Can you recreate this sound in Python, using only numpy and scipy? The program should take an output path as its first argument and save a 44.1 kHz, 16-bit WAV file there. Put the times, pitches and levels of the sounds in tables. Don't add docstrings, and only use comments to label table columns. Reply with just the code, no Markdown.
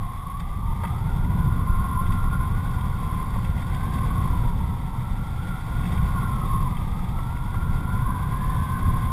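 import sys
import numpy as np
from scipy import signal
from scipy.fft import rfft, irfft
from scipy.io import wavfile

SR = 44100
rng = np.random.default_rng(int(sys.argv[2]) if len(sys.argv) > 2 else 0)


def generate_wav(sig):
    pcm = np.round(np.clip(np.atleast_2d(sig).T, -1, 1) * 32767).astype(np.int16)
    wavfile.write(sys.argv[1], SR, pcm)


N = 402191
TIME = np.arange(N) / SR

# (time [s], level [dB])
EDDY_LEVEL = [(0.0, -30.5), (0.16, -35.5), (1.44, -22), (1.7, -25), (3.7, -27), (4.14, -22), (4.72, -26.5),
              (4.88, -30), (5.48, -27.5), (5.6, -33), (5.78, -24), (6.6, -25), (6.86, -27), (7.5, -29),
              (7.66, -25), (8.72, -26), (8.88, -21), (9.12, -25.5)]
# (frequency [Hz], relative density [dB])
EDDY_SPECTRUM = [(25, -26), (48, -3), (64, -4.5), (88, -1), (105, -4), (130, -3), (155, -8), (180, -6),
                 (200, -13.5), (240, -17.5), (305, -25.5), (430, -31), (620, -37.5), (1400, -73)]
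# (time [s], level [dB])
GUSTS = [(.72, -29), (1.7, -22), (2.2, -24), (3.15, -28.5), (3.47, -26.5), (4.45, -22), (6.0, -33.5),
         (6.65, -27), (6.95, -29), (8.45, -23.5), (8.9, -27.5)]
# (frequency [Hz], relative density [dB])
RUMBLE_SPECTRUM = [(10, -21), (20, -3.5), (28, -2), (40, -7.5), (55, -9), (90, -28), (300, -78)]
def buffeting(eddy_db, surge_db, heave_db=-29.5, gust_s=0.089):
    gust_power = sum(amp(db) ** 2 * np.exp(-((TIME - s) / gust_s) ** 2) for s, db in GUSTS)
    heave = amp(heave_db + 0.32 * surge_db + wander(4.8))
    lumps = noise(EDDY_SPECTRUM) * amp(eddy_db + 0.5 + 0.7 * wander(20))
    rumble = noise(RUMBLE_SPECTRUM) * np.sqrt(heave ** 2 + gust_power)
    return lumps + rumble


# (time [s], pitch [Hz], level [dB])
LOW_LINE = [(0, 767, -55), (0.5, 883, -65), (0.68, 921, -40), (1.1, 909, -43), (1.6, 1056, -32.5),
            (1.96, 1064, -30.5), (2.48, 1055, -37.5), (3.3, 1037, -34.5), (3.54, 1027, -48.5),
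            (3.82, 1042, -35.5), (4.14, 1099, -33.5), (4.28, 1029, -32), (4.56, 938.4, -40.5),
            (5.1, 928, -43), (5.42, 927, -58), (5.8, 1065, -43), (6.2, 1060, -32.5), (6.42, 1068, -37),
            (6.56, 1077, -26.5), (6.9, 906, -49.5), (7.34, 954, -38.0), (7.84, 1003, -45),
            (8.06, 1024, -29.5), (8.3, 1020, -34), (8.68, 1055, -31), (9.12, 1044, -30.5)]
# (time [s], pitch [Hz], level [dB])
HIGH_LINE = [(0, 1042, -37), (0.34, 1126, -36), (0.5, 1151, -42.4), (0.92, 1224, -40.5), (1.1, 1377, -46.5),
             (1.36, 1456, -46.5), (1.6, 1407, -42.5), (2.34, 1394, -39.3), (2.64, 1454, -45.5),
             (3.08, 1383, -47), (3.66, 1427, -45), (3.9, 1592, -47), (4.28, 1401, -45), (4.72, 1314, -49),
             (5.38, 1379, -42.2), (5.96, 1442, -43), (6.24, 1419, -37), (6.6, 1174, -43),
             (7.0, 1244, -44.5), (7.38, 1382, -44.5), (7.9, 1405, -37.0), (8.34, 1442, -50),
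             (8.66, 1536, -42.5), (9.12, 1464, -47)]
# (time [s], pitch [Hz], level [dB])
THIN_LINE = [(7.7, 1467, -66), (8.1, 1555, -47), (8.25, 1550, -46.5), (8.5, 1752, -45), (8.72, 1656, -54),
             (8.98, 1620, -49), (9.12, 1554, -58)]
def singing_lines(surge_db, thick_ratio=0.905):
    low_hz, low_db = curves(LOW_LINE)
    leads = vortex_tone(low_hz, low_db) + vortex_tone(*curves(HIGH_LINE))
    thick = vortex_tone(thick_ratio * low_hz, surge_db, gain_db=-52.5)
    thin = vortex_tone(*curves(THIN_LINE))
    return leads + thick + thin


# (pitch [ratio], width [Hz], level [dB])
STRETCHES = [(.994, 14.7, -6), (.955, 15.3, -9), (1.04, 12, -7), (1.11, 8.7, -15.5)]
def vortex_tone(hz, level_db, gain_db=-3, flicker_db=1.62, lock=0.13):
    phase = 2 * np.pi * np.cumsum(hz * (1 + 0.01 * wander(7))) / SR
    tone = np.cos(phase)
    loose_db = -0.76 - lock * (level_db - level_db.mean())
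    for ratio, width, db in STRETCHES:
        restless = wander(width) * np.cos(ratio * phase) + wander(width) * np.sin(ratio * phase)
        tone += amp(db + loose_db) * restless
    return tone * amp(level_db + gain_db + flicker_db * wander(8.7))


# (time [s], level [dB])
AIRFLOW = [(0.0, -54), (0.62, -55), (0.9, -52), (1.52, -53.5), (1.84, -52), (3.18, -51), (4.04, -49),
           (4.84, -53.5), (5.3, -51.5), (5.9, -49), (7.08, -52), (8.18, -52), (8.48, -49.5), (9.12, -50.5)]
# (frequency [Hz], relative density [dB])
RUSH_SPECTRUM = [(200, -33.5), (500, -6.5), (620, -6.5), (760, 9), (900, 3.5), (1280, -20), (1780, -11),
                 (2050, 0), (2450, -12), (2980, -17.5), (3450, -4), (4150, -20.5), (5100, -23), (5800, -15)]
def rushing(airflow_db, surge_db, air_db=6, rig_db=3, flutter_db=1.04):
    air = amp(air_db) * noise(RUSH_SPECTRUM)
    shaking = amp(rig_db + 0.31 * surge_db) * unit(rig(rng.standard_normal(N)))
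    return (air + shaking) * amp(airflow_db + flutter_db * wander(17))


# (frequency [Hz], nominal width [Hz], gain [dB])
RIG_MODES = [(524, 127, -3.5), (712, 57, -2.5), (805, 210, -11), (921, 59, -1.5), (1097, 96, 2.5),
             (1368, 68, -3.5), (1590, 70, -4.5), (1990, 168, -6), (2140, 195, -9.5), (2595, 100, -12.5),
             (3277, 235, -11.5), (3603, 63, -9), (4596, 134, -16), (4774, 190, -17.5), (5470, 250, -21)]
def rig(force):
    return sum(amp(db) * resonate(force, hz, 1.32 * width) for hz, width, db in RIG_MODES)


def humming(lines, hz=1070, width=190, reach_hz=150, level_db=-43):
    drive = sum(amp(db) / np.hypot(1, (pitch - hz) / reach_hz) for pitch, db in map(curves, lines))
    hum = resonate(rng.standard_normal(N), hz, width)
    return unit(hum * drive ** 0.55) * amp(level_db)


# (time [s], level [dB], centre of the colour [Hz])
KNOCKS = [(.397, -43, 3900), (.4, -43, 1888), (.835, -25, 1084), (.848, -35.5, 2000), (.873, -42, 2300),
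          (2.0647, -42, 2806), (2.12, -38.5, 2950), (2.808, -43, 3690), (3.357, -30, 947),
          (3.445, -38.5, 2280), (3.62, -40, 2210), (3.745, -40.5, 3215), (3.936, -43, 3370),
          (3.982, -43, 2587), (5.833, -40, 2490), (5.853, -37, 2320), (5.917, -41, 2770),
          (5.976, -38.5, 2523), (6.768, -38, 2800), (7.088, -45, 4165), (7.188, -30, 1190),
          (7.364, -43, 2300), (7.542, -30, 1103), (7.986, -41, 2200), (8.535, -45, 1994)]
def knocking(gain_db=-4, decay_s=0.0053, click=0.17, thud_hz=620, dull_hz=1100):
    t = np.arange(SR // 12) / SR
    out = np.zeros(N + len(t))
    for s, db, hz in KNOCKS:
        jolt = rng.standard_normal(len(t)) * np.exp(-t / decay_s)
        force = resonate(jolt, hz, width=0.99 * hz)
        housing = resonate(jolt, thud_hz, width=thud_hz)
        thud = 0.58 * min(dull_hz / hz, 1) ** 2
        knock = unit(rig(force)) + click * unit(force) + thud * unit(housing)
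        attack_rms = np.std(knock[:SR // 100])
        out[round(s * SR):][:len(t)] += amp(db + gain_db) * knock / attack_rms
    return out[:N]


def rustling(airflow_db, ticks_per_s=40, gain_db=-13, decay_s=0.012):
    sizes = rng.uniform(0.4, 1, N)
    ticks = (rng.random(N) < ticks_per_s / SR) * sizes
    envelope = signal.lfilter([1], [1, -np.exp(-1 / (decay_s * SR))], ticks)
    rustle = rig(envelope * rng.standard_normal(N))
    return unit(np.gradient(rustle)) * amp(airflow_db + gain_db)


def amp(db):
    return 10 ** (np.asarray(db) / 20)


def unit(x):
    return x / np.sqrt(np.mean(x ** 2) + 1e-20)


def curves(rows):
    times, *columns = np.transpose(rows)
    return [np.interp(TIME, times, column) for column in columns]


def noise(spectrum):
    hz, db = np.transpose(spectrum)
    bins = np.fft.rfftfreq(N, 1 / SR)
    colour = amp(np.interp(np.log(bins + 1), np.log(hz), db))
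    return unit(irfft(rfft(rng.standard_normal(N)) * colour, N))


def wander(hz, points=8192):
    bins = np.fft.rfftfreq(points, TIME[-1] / points)
    band = bins / (bins + 2) / (1 + (bins / hz) ** 2)
    drift = irfft(rfft(rng.standard_normal(points)) * band)
    return unit(np.interp(TIME, np.linspace(0, TIME[-1], points), drift))


def resonate(x, hz, width):
    b, a = signal.iirpeak(hz, hz / width, fs=SR)
    return signal.lfilter(b, a, signal.lfilter(b, a, x))


def scene():
    (eddy_db,), (airflow_db,) = curves(EDDY_LEVEL), curves(AIRFLOW)
    surge_db = eddy_db - eddy_db.mean()
    wind = buffeting(eddy_db, surge_db) + rushing(airflow_db, surge_db)
    lines = singing_lines(surge_db)
    hiss = amp(-62) * rng.standard_normal(N)
    rig_sounds = humming([LOW_LINE, HIGH_LINE]) + knocking() + rustling(airflow_db)
    return (wind + lines + rig_sounds + hiss)[None]


def record(dry, camera_rate=12000, guard_hz=5850, soft_hz=17000, edge_hz=15400):
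    guarded = signal.oaconvolve(dry[0], signal.firwin(101, guard_hz, fs=SR), "same")
    steps = np.repeat(signal.resample_poly(guarded, camera_rate, SR), 8)
    step_rate = 8 * camera_rate
    softened = signal.lfilter(*signal.butter(2, soft_hz, fs=step_rate), steps)
    held = signal.resample_poly(softened, SR, step_rate)[:N]
    band_limit = signal.firwin(511, edge_hz, window=("kaiser", 9), fs=SR)
    return signal.oaconvolve(held, band_limit, "same")[None]


dry = scene()
out = record(dry)
generate_wav(out)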